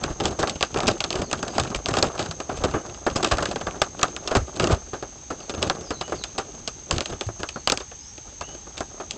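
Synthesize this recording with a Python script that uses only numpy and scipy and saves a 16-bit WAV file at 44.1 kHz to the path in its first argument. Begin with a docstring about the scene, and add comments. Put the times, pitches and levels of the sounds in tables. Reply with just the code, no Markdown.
"""A woodland floor, up close: something rummages through dry leaves and twigs.
Stalks give way in uneven bursts, each with a bright crack and a hollow knock. Leaves scuff and
crinkle with every push, and now and then the soil takes a soft thud.
Small birds whistle far off through the trees; still air and a thin high whine sit behind it all."""
import sys
import numpy as np
from scipy import signal
from scipy.fft import rfft, irfft, next_fast_len
from scipy.io import wavfile

SR = 44100
rng = np.random.default_rng(int(sys.argv[2]) if len(sys.argv) > 2 else 0)


def unload_audio(sound):
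    """Save the sound as a 16-bit wav file, at the path given as the first command line argument."""
    columns = np.transpose(np.atleast_2d(sound))
    # keep every value between -1 and 1, then stretch to whole-number steps
    steps = np.round(np.clip(columns, -1, 1) * 32767)
    wavfile.write(sys.argv[1], SR, steps.astype(np.int16))


N = 404397
TIME = np.arange(N) / SR
BURST_TIME = np.arange(8192) / SR   # seconds within one short sound

# Tone of the still air, mostly low rumble. Each row: frequency in Hz, gain in dB.
AIR_EQ = [(20, -3.5), (45, 19.5), (66, 20.5), (100, 12.5), (330, 1.5), (530, -2.5), (700, -9.5), (820, 4.5),
          (1000, -4.5), (2000, -6), (5000, -4.5), (7700, -6), (9000, -7)]
# Tone of the whine, a narrow band near 6.4 kHz. Each row: frequency in Hz, gain in dB.
WHINE_EQ = [(4800, -40), (5600, -20), (5900, -13), (6150, -6), (6260, -4), (6335, 2), (6410, -5), (6475, 1),
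            (6570, -3), (6660, -20), (7000, -45)]
# Distant bird notes. Each row: start in seconds, length in seconds, opening pitch in Hz,
# closing pitch in Hz, relative level in dB.
BIRD_NOTES = [(1.218, 0.07, 4970, 4340, -57), (1.466, 0.074, 5760, 4500, -58),
              (2.692, 0.089, 2730, 2938, -57), (5.39, 0.058, 5102, 4270, -61),
              (5.789, 0.21, 6380, 3986, -56), (6.017, 0.074, 2860, 3014, -54),
              (6.142, 0.12, 5540, 3540, -55), (7.505, 0.1, 4540, 4330, -60), (7.99, 0.073, 5120, 5200, -57),
              (8.057, 0.049, 5480, 5740, -55), (8.399, 0.14, 2647, 3022, -55.5)]
# Weight landing on the soil. Each row: start in seconds, relative level in dB, pitch in Hz.
SOIL_THUDS = [(1.599, -19, 130), (1.758, -22.5, 51.66), (2.287, -27, 159.2), (2.637, -23, 70.4),
              (3.31, -23, 54.4), (4.365, -13, 64.3), (4.603, -23, 99.3), (7.265, -21.5, 104.9)]
# Bass-heavy tone of the soil. 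Each row: frequency in Hz, gain in dB.
SOIL_EQ = [(20, -44.5), (45, 1), (62, 7.5), (120, 9.5), (200, -15), (600, -27.5)]
# Faint stirring between the pushes. Each row: time in seconds, relative level in dB.
STIRRING = [(0, -45), (1.5, -35), (2.4, -42.5), (3.6, -41.5), (4.4, -39), (5.15, -50.5), (5.8, -41.5),
            (7.3, -47.5), (8.05, -63), (9.17, -41.5)]
# Pushes through the leaf litter. Each row: start in seconds, length in seconds, relative level in dB.
PUSHES = [(0.02, 0.089, -31), (0.214, 0.099, -26.5), (0.396, .16, -30), (0.734, .2, -27.5),
          (1.13, 0.1, -26.5), (1.326, .16, -36), (1.533, 0.19, -32), (1.883, 0.2, -28.5),
          (2.145, 0.13, -34), (2.528, 0.19, -33), (2.836, 0.11, -37.5), (3.079, 0.13, -33.5),
          (3.214, .3, -29), (3.551, 0.24, -41.5), (3.97, 0.12, -35), (4.326, 0.093, -38.5),
          (4.546, 0.042, -34.5), (4.606, 0.13, -22), (5.383, .04, -42), (5.517, 0.078, -33),
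          (5.604, 0.074, -29), (5.736, 0.088, -38), (6.065, .11, -36.5), (6.46, 0.14, -48),
          (6.917, 0.047, -28), (7.088, 0.047, -33), (7.374, 0.048, -36.5), (8.256, .07, -46.5),
          (8.482, 0.068, -43), (9.142, 0.024, -39)]
# Dry tone of crinkling leaves. Each row: frequency in Hz, gain in dB.
CRINKLE_EQ = [(1000, -15.5), (2000, -4.5), (2700, 1), (5000, -2), (5900, -10.5), (7600, -1.5), (9000, -9.5)]
# Hollow tone of the knocks and scuffs. Each row: frequency in Hz, gain in dB.
KNOCK_EQ = [(40, 4.5), (70, 7), (200, 0), (290, 0.5), (375, 3), (470, -1.5), (550, -0.5), (780, -1.5),
            (920, -7.5), (1220, -1), (1380, -4), (1650, -5), (1850, -10.5), (4000, -21.5)]
# Bright tone of the cracks. Each row: frequency in Hz, gain in dB.
CRACK_EQ = [(600, -25), (2050, -0.5), (2600, 4), (3300, -1), (4200, -4), (5000, -1.5), (5800, -4),
            (6800, 0), (7700, 2), (9000, 2)]
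# The twig and leaf breaks that stand out. Each row: start in seconds, break time in seconds,
# relative knock level in dB, knock centre in Hz, relative crack level in dB.
FEATURED_BREAKS = [(0.039, 0.00074, -30, 1040, -25), (0.201, 0.004, -27.5, 590, -27.5),
                   (0.255, 0.00099, -25, 656, -20.5), (0.39, 0.016, -26, 505, -29.5),
                   (0.429, 0.0012, -20.5, 655, -28), (0.496, 0.0013, -39, 500, -24.5),
                   (0.609, 0.00049, -27.5, 1040, -27), (0.627, 0.00073, -23, 980, -17),
                   (0.76, 0.003, -23.5, 670, -44), (0.804, 0.00099, -40, 570, -26.5),
                   (0.87, 0.0012, -47, 400, -24), (0.879, 0.0035, -20.5, 490, -17),
                   (1.004, 0.003, -30.5, 970, -21.5), (1.04, 0.0025, -30, 620, -22),
                   (1.105, 0.00061, -31.5, 710, -24), (1.128, 0.0009, -39, 589.5, -27),
                   (1.313, .0015, -33.5, 610, -28.5), (1.329, 0.0014, -24, 790, -22),
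                   (1.428, 0.0024, -26.5, 670, -28.5), (1.48, .0013, -34, 470, -32),
                   (1.581, 0.0014, -19, 561, -24.5), (1.598, 0.0013, -25.5, 608.7, -22),
                   (1.747, .0019, -30.5, 583, -24.5), (1.859, .0005, -32.5, 810, -23),
                   (1.886, 0.0022, -23.5, 680, -27), (1.939, 0.0011, -24.5, 1048, -26.5),
                   (1.969, 0.0019, -21.5, 745, -24), (1.985, .0024, -26, 685, -24),
                   (2.026, 0.0024, -20.5, 665, -14.5), (2.191, 0.015, -27, 470, -27.5),
                   (2.311, 0.002, -35, 800, -30.5), (2.401, 0.0031, -30.5, 630, -32.5),
                   (2.492, 0.009, -26.5, 626.5, -41), (2.638, 0.0051, -21, 537, -26),
                   (2.737, .018, -25.5, 450, -51), (3.065, 0.0017, -20.5, 630, -31.5),
                   (3.158, 0.0082, -23.5, 494.2, -24.5), (3.228, .0037, -25, 698, -24),
                   (3.245, 0.0028, -22, 878, -19), (3.312, 0.011, -22, 820, -23.5),
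                   (3.383, 0.0025, -25.5, 1030, -31), (3.424, 0.0033, -27, 800, -29.5),
                   (3.559, 0.0015, -26.5, 510, -31), (3.611, 0.0025, -31, 735.2, -35.5),
                   (3.668, 0.0029, -26.5, 720, -36), (3.817, 0.0014, -17, 1020, -17.5),
                   (4.03, 0.0022, -18, 980, -15.5), (4.164, 0.0015, -36.5, 1140, -29.5),
                   (4.275, 0.0039, -31, 683, -24), (4.31, 0.011, -24, 630, -31.5),
                   (4.351, 0.0067, -18.5, 597, -23), (4.365, 0.0012, -21.5, 558.8, -34),
                   (4.597, 0.0046, -22, 790, -23), (4.641, 0.0011, -25.5, 590.4, -25),
                   (4.697, 0.0069, -24.5, 479.4, -46), (4.932, 0.011, -29, 512.8, -41),
                   (5.025, 0.0041, -29.5, 410, -41), (5.303, 0.012, -29, 475.6, -41),
                   (5.495, .0038, -31, 573.6, -30.5), (5.627, 0.00096, -28, 740, -19.5),
                   (5.698, 0.0016, -21.5, 611.4, -21), (5.905, 0.0062, -27.5, 624, -31),
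                   (6.01, 0.0057, -28.5, 742, -27.5), (6.121, 0.0035, -25.5, 445.3, -53),
                   (6.238, 0.0012, -37.5, 1097, -25.5), (6.38, 0.009, -27, 710, -26.5),
                   (6.676, 0.0023, -32.5, 646.3, -24), (6.91, 0.0009, -24.5, 855.4, -18.5),
                   (6.982, 0.0012, -29.5, 540, -24.5), (7.007, 0.00075, -29, 650, -24),
                   (7.058, 0.001, -38, 610, -27.5), (7.21, 0.0012, -30, 531.2, -26),
                   (7.288, .0016, -32, 458, -55), (7.432, 0.00074, -28, 871, -30),
                   (7.489, 0.0019, -43, 1178, -29), (7.558, 0.0024, -31, 445, -50),
                   (7.674, 0.0013, -22.5, 960, -16.5), (7.699, 0.0007, -27, 960, -18),
                   (7.72, 0.0016, -22, 740, -17), (7.774, 0.00097, -36, 700, -25.5),
                   (7.802, 0.0055, -35.5, 725, -36.5), (7.914, 0.002, -44, 696, -48),
                   (8.179, 0.0019, -44, 406.7, -42), (8.41, 0.0035, -31, 820, -34),
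                   (8.669, 0.0027, -41.5, 501.6, -63), (8.771, 0.012, -42.5, 760, -35),
                   (8.806, 0.0013, -26.5, 650, -33.5), (8.999, 0.008, -33.5, 564, -44.5),
                   (9.109, 0.00089, -45, 840, -25.5)]


def from_db(db):
    """Decibels to gain."""
    return 10 ** (np.asarray(db) / 20)


def unit_rms(x):
    """Scale to an rms of 1."""
    return x / np.sqrt(np.mean(x ** 2) + 1e-20)


def at_level(burst, db, samples=353):
    """Set a burst's gain by the rms level of its attack."""
    return from_db(db) * burst / np.sqrt(np.mean(burst[:samples] ** 2))


def add(track, start_s, sound):
    """Lay a sound into the track."""
    i = max(round(start_s * SR), 0)
    track[i:i + len(sound)] += sound[:max(N - i, 0)]


def drift(turns_per_s):
    """A smooth random modulator with an rms of 1."""
    knots = rng.standard_normal(int(turns_per_s * N / SR) + 2)
    return unit_rms(np.interp(TIME * turns_per_s, np.arange(len(knots)), knots))


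def equalise(x, curve, centre_hz=1000, focus_db=0):
    """Minimum-phase EQ, so attacks stay sharp; focus_db is an extra cut one octave from the centre."""
    size = 2 * next_fast_len(len(x) // 2 + 1)
    octave = np.log2(np.maximum(np.arange(size // 2 + 1) * SR / size, 1))
    hz, db = np.transpose(curve)
    off_centre = np.log2(1 + (octave - np.log2(centre_hz)) ** 2)
    gain = from_db(np.interp(octave, np.log2(hz), db) - focus_db * off_centre)
    cepstrum = irfft(np.log(gain))
    cepstrum[1:size // 2] *= 2
    cepstrum[size // 2 + 1:] = 0
    return irfft(rfft(x, size) * np.exp(rfft(cepstrum)))[:len(x)]


def air_and_whine(air_db, whine_db):
    """The bed: still outdoor air and a steady, narrow band of high noise."""
    air = unit_rms(equalise(rng.standard_normal(N), AIR_EQ))
    whine = unit_rms(equalise(rng.standard_normal(N), WHINE_EQ))
    return from_db(air_db) * air + from_db(whine_db) * whine


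def birds(gain_db, waver, scatter_s):
    """Thin, wavering whistles slide to their closing pitch and arrive mostly scattered by the trees."""
    direct = np.zeros(N)
    for start, length, open_hz, close_hz, db in BIRD_NOTES:
        progress = np.linspace(0, 1, int(length * SR))
        glide_hz = close_hz + (open_hz - close_hz) * (1 - progress) ** 2
        hz = glide_hz * (1 + waver * drift(180)[:len(progress)])
        swell = np.sqrt(np.abs(np.sin(np.pi * progress)))
        whistle = swell * np.sin(2 * np.pi * np.cumsum(hz) / SR)
        add(direct, start, from_db(db + gain_db) * unit_rms(whistle))
    trees = rng.standard_normal(len(BURST_TIME)) * np.exp(-BURST_TIME / scatter_s)
    scattered = signal.fftconvolve(direct, trees / np.sqrt(np.sum(trees ** 2)))[:N]
    return 0.5 * direct + scattered


def fracture(decay_s, tail_db, tail_s, swell, grit):
    """A run of tiny uneven slips that builds and dies, then a softer tail as the litter settles."""
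    run = np.exp(-BURST_TIME / decay_s) * (1 - np.exp(-BURST_TIME / (swell * decay_s)))
    settling = from_db(tail_db) * np.exp(-BURST_TIME / tail_s)
    steps = rng.standard_normal(len(BURST_TIME) // 64).clip(-2, 2)
    roughness = np.exp(grit * np.repeat(steps, 64))
    slips = unit_rms(roughness) * rng.standard_normal(len(BURST_TIME))
    return (run + settling) * slips


def soil_thuds(gain_db):
    """Soft soil answers a weight in the bass: a dull crunch and a few dying swings."""
    track = np.zeros(N)
    for start, db, hz in SOIL_THUDS:
        swing = np.sin(2 * np.pi * hz * BURST_TIME) * np.exp(-BURST_TIME / 0.036)
        crunch = fracture(decay_s=0.0049, tail_db=-24, tail_s=0.024, swell=0.33, grit=0.17)
        thud = unit_rms(swing) + unit_rms(equalise(crunch, SOIL_EQ))
        add(track, start, at_level(thud, db + gain_db, samples=1000))
    return track


def push_envelope(attack_s, release_s):
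    """How hard the litter is stirred, as a gain: each push builds quickly, holds and lets go."""
    t = TIME[::64]
    power = from_db(np.interp(t, *np.transpose(STIRRING))) ** 2
    for start, length, db in PUSHES:
        fade = np.maximum(start - t, 0) / attack_s + np.maximum(t - start - length, 0) / release_s
        power += (from_db(db) * np.exp(-fade)) ** 2
    return np.interp(TIME, t, np.sqrt(power))


def grains(per_s, spread_db, clump_db, clumps_per_s):
    """Random clicks, most small and a few large, swelling in clumps."""
    clumps = from_db(clump_db * drift(clumps_per_s).clip(-2, 1.5))
    sizes = from_db(spread_db * np.minimum(rng.exponential(1, N), 4))
    hits = rng.random(N) < per_s / SR
    return hits * clumps * sizes * rng.choice([-1, 1], N)


def leaf_rustle(envelope, scuff_db, crinkle_db):
    """Leaves slide and crumple: dull scuffs of four sizes under a fine dry crinkle."""
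    scuffs = np.zeros(N)
    for hz in np.geomspace(160, 750, 4):
        coarse = grains(per_s=820, spread_db=3.5, clump_db=7, clumps_per_s=62)
        scuffs += equalise(coarse, KNOCK_EQ, hz, focus_db=7.5)
    nudges = from_db(1.56 * drift(45).clip(-2, 1.5))   # one nudge moves all sizes together
    fine = grains(per_s=5000, spread_db=4.5, clump_db=8, clumps_per_s=91)
    crinkle = unit_rms(equalise(fine, CRINKLE_EQ) * np.sqrt(nudges))
    return envelope * (from_db(scuff_db) * unit_rms(scuffs * nudges) + from_db(crinkle_db) * crinkle)


def small_breaks(per_s):
    """Little pieces give way unevenly during each push and follow its level; rows as FEATURED_BREAKS."""
    rows = []
    for start, length, push_db in PUSHES:
        count = max(round(per_s * length), 1)
        for onset in start + length * (np.arange(count) + rng.random(count)) / count:
            size, dryness = rng.standard_normal(2).clip(-2, 2)
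            knock_db = push_db - 3 + 2.5 * size
            hardness_db = -5 + 4 * dryness   # crack level over knock level
            break_s = 0.0015 * 2 ** (-0.2451 * hardness_db)   # a harder piece parts sooner
            knock_hz = 630 * 2 ** (0.3 * hardness_db)   # and knocks higher
            rows.append((onset, break_s, knock_db, knock_hz, knock_db + hardness_db))
    return rows


def ringing(burst, hz, cycles, mix):
    """The broken piece rings for a few cycles near its own pitch, blended under the burst."""
    angle = 2 * np.pi * hz * 2 ** rng.normal(0, 0.38) / SR
    radius = np.exp(-angle / (2 * np.pi * cycles))
    ring = signal.lfilter([1, 0, -1], [1, -2 * radius * np.cos(angle), radius ** 2], burst)
    return unit_rms(burst) + mix * unit_rms(ring)


def knock(break_s, centre_hz):
    """The hollow body of a break; a slow crumple keeps it going longer."""
    slips = fracture(decay_s=0.0061 + 1.22 * break_s, tail_db=-9, tail_s=0.018, swell=0.11, grit=0.16)
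    return equalise(slips, KNOCK_EQ, centre_hz, focus_db=3.5)


def crack(break_s, typical_hz=4023, spread_octaves=0.11):
    """The bright edge of a break: fibres part and the piece rings, no two alike."""
    hz = typical_hz * 2 ** (spread_octaves * rng.standard_normal())
    slips = fracture(decay_s=1.4 * break_s, tail_db=-20, tail_s=0.018, swell=0.074, grit=0.49)
    slips[0] += 3.87   # the first fibre's click: clear in a quick break, buried in a slow one
    return equalise(ringing(slips, hz, cycles=6.3, mix=0.068), CRACK_EQ, hz, focus_db=10)


def snaps(breaks, knock_gain_db, crack_gain_db):
    """Each break layers a crack over a knock: twigs part at once, leaves crumple slowly."""
    track = np.zeros(N)
    for start, break_s, knock_db, knock_hz, crack_db in breaks:
        body = at_level(knock(break_s, knock_hz), knock_db + knock_gain_db)
        edge = at_level(crack(break_s), crack_db + crack_gain_db)
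        add(track, start, body + edge)
    return track


def scene():
    """The mono mix, back to front: air and birds, soil and leaves, then the snapping stalks."""
    woods = air_and_whine(air_db=-45, whine_db=-44) + birds(gain_db=6, waver=0.02, scatter_s=0.033)
    envelope = push_envelope(attack_s=0.012, release_s=0.028)
    ground = soil_thuds(gain_db=-5) + leaf_rustle(envelope, scuff_db=-3, crinkle_db=-15.5)
    stalks = snaps(FEATURED_BREAKS + small_breaks(per_s=38), knock_gain_db=3, crack_gain_db=-0.03)
    return (woods + ground + stalks)[None]


def record(dry, mic_edge_hz=8000, overload=0.72, top_cut_hz=16000):
    """A narrow-band microphone: the hardest cracks overload it, and a steep low-pass trims the top."""
    narrow = signal.sosfilt(signal.butter(22, mic_edge_hz, fs=SR, output="sos"), dry)
    clipped = np.clip(narrow, -overload, overload)
    return signal.sosfilt(signal.ellip(8, 0.1, 70, top_cut_hz, fs=SR, output="sos"), clipped)


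dry = scene()
out = record(dry)
unload_audio(out)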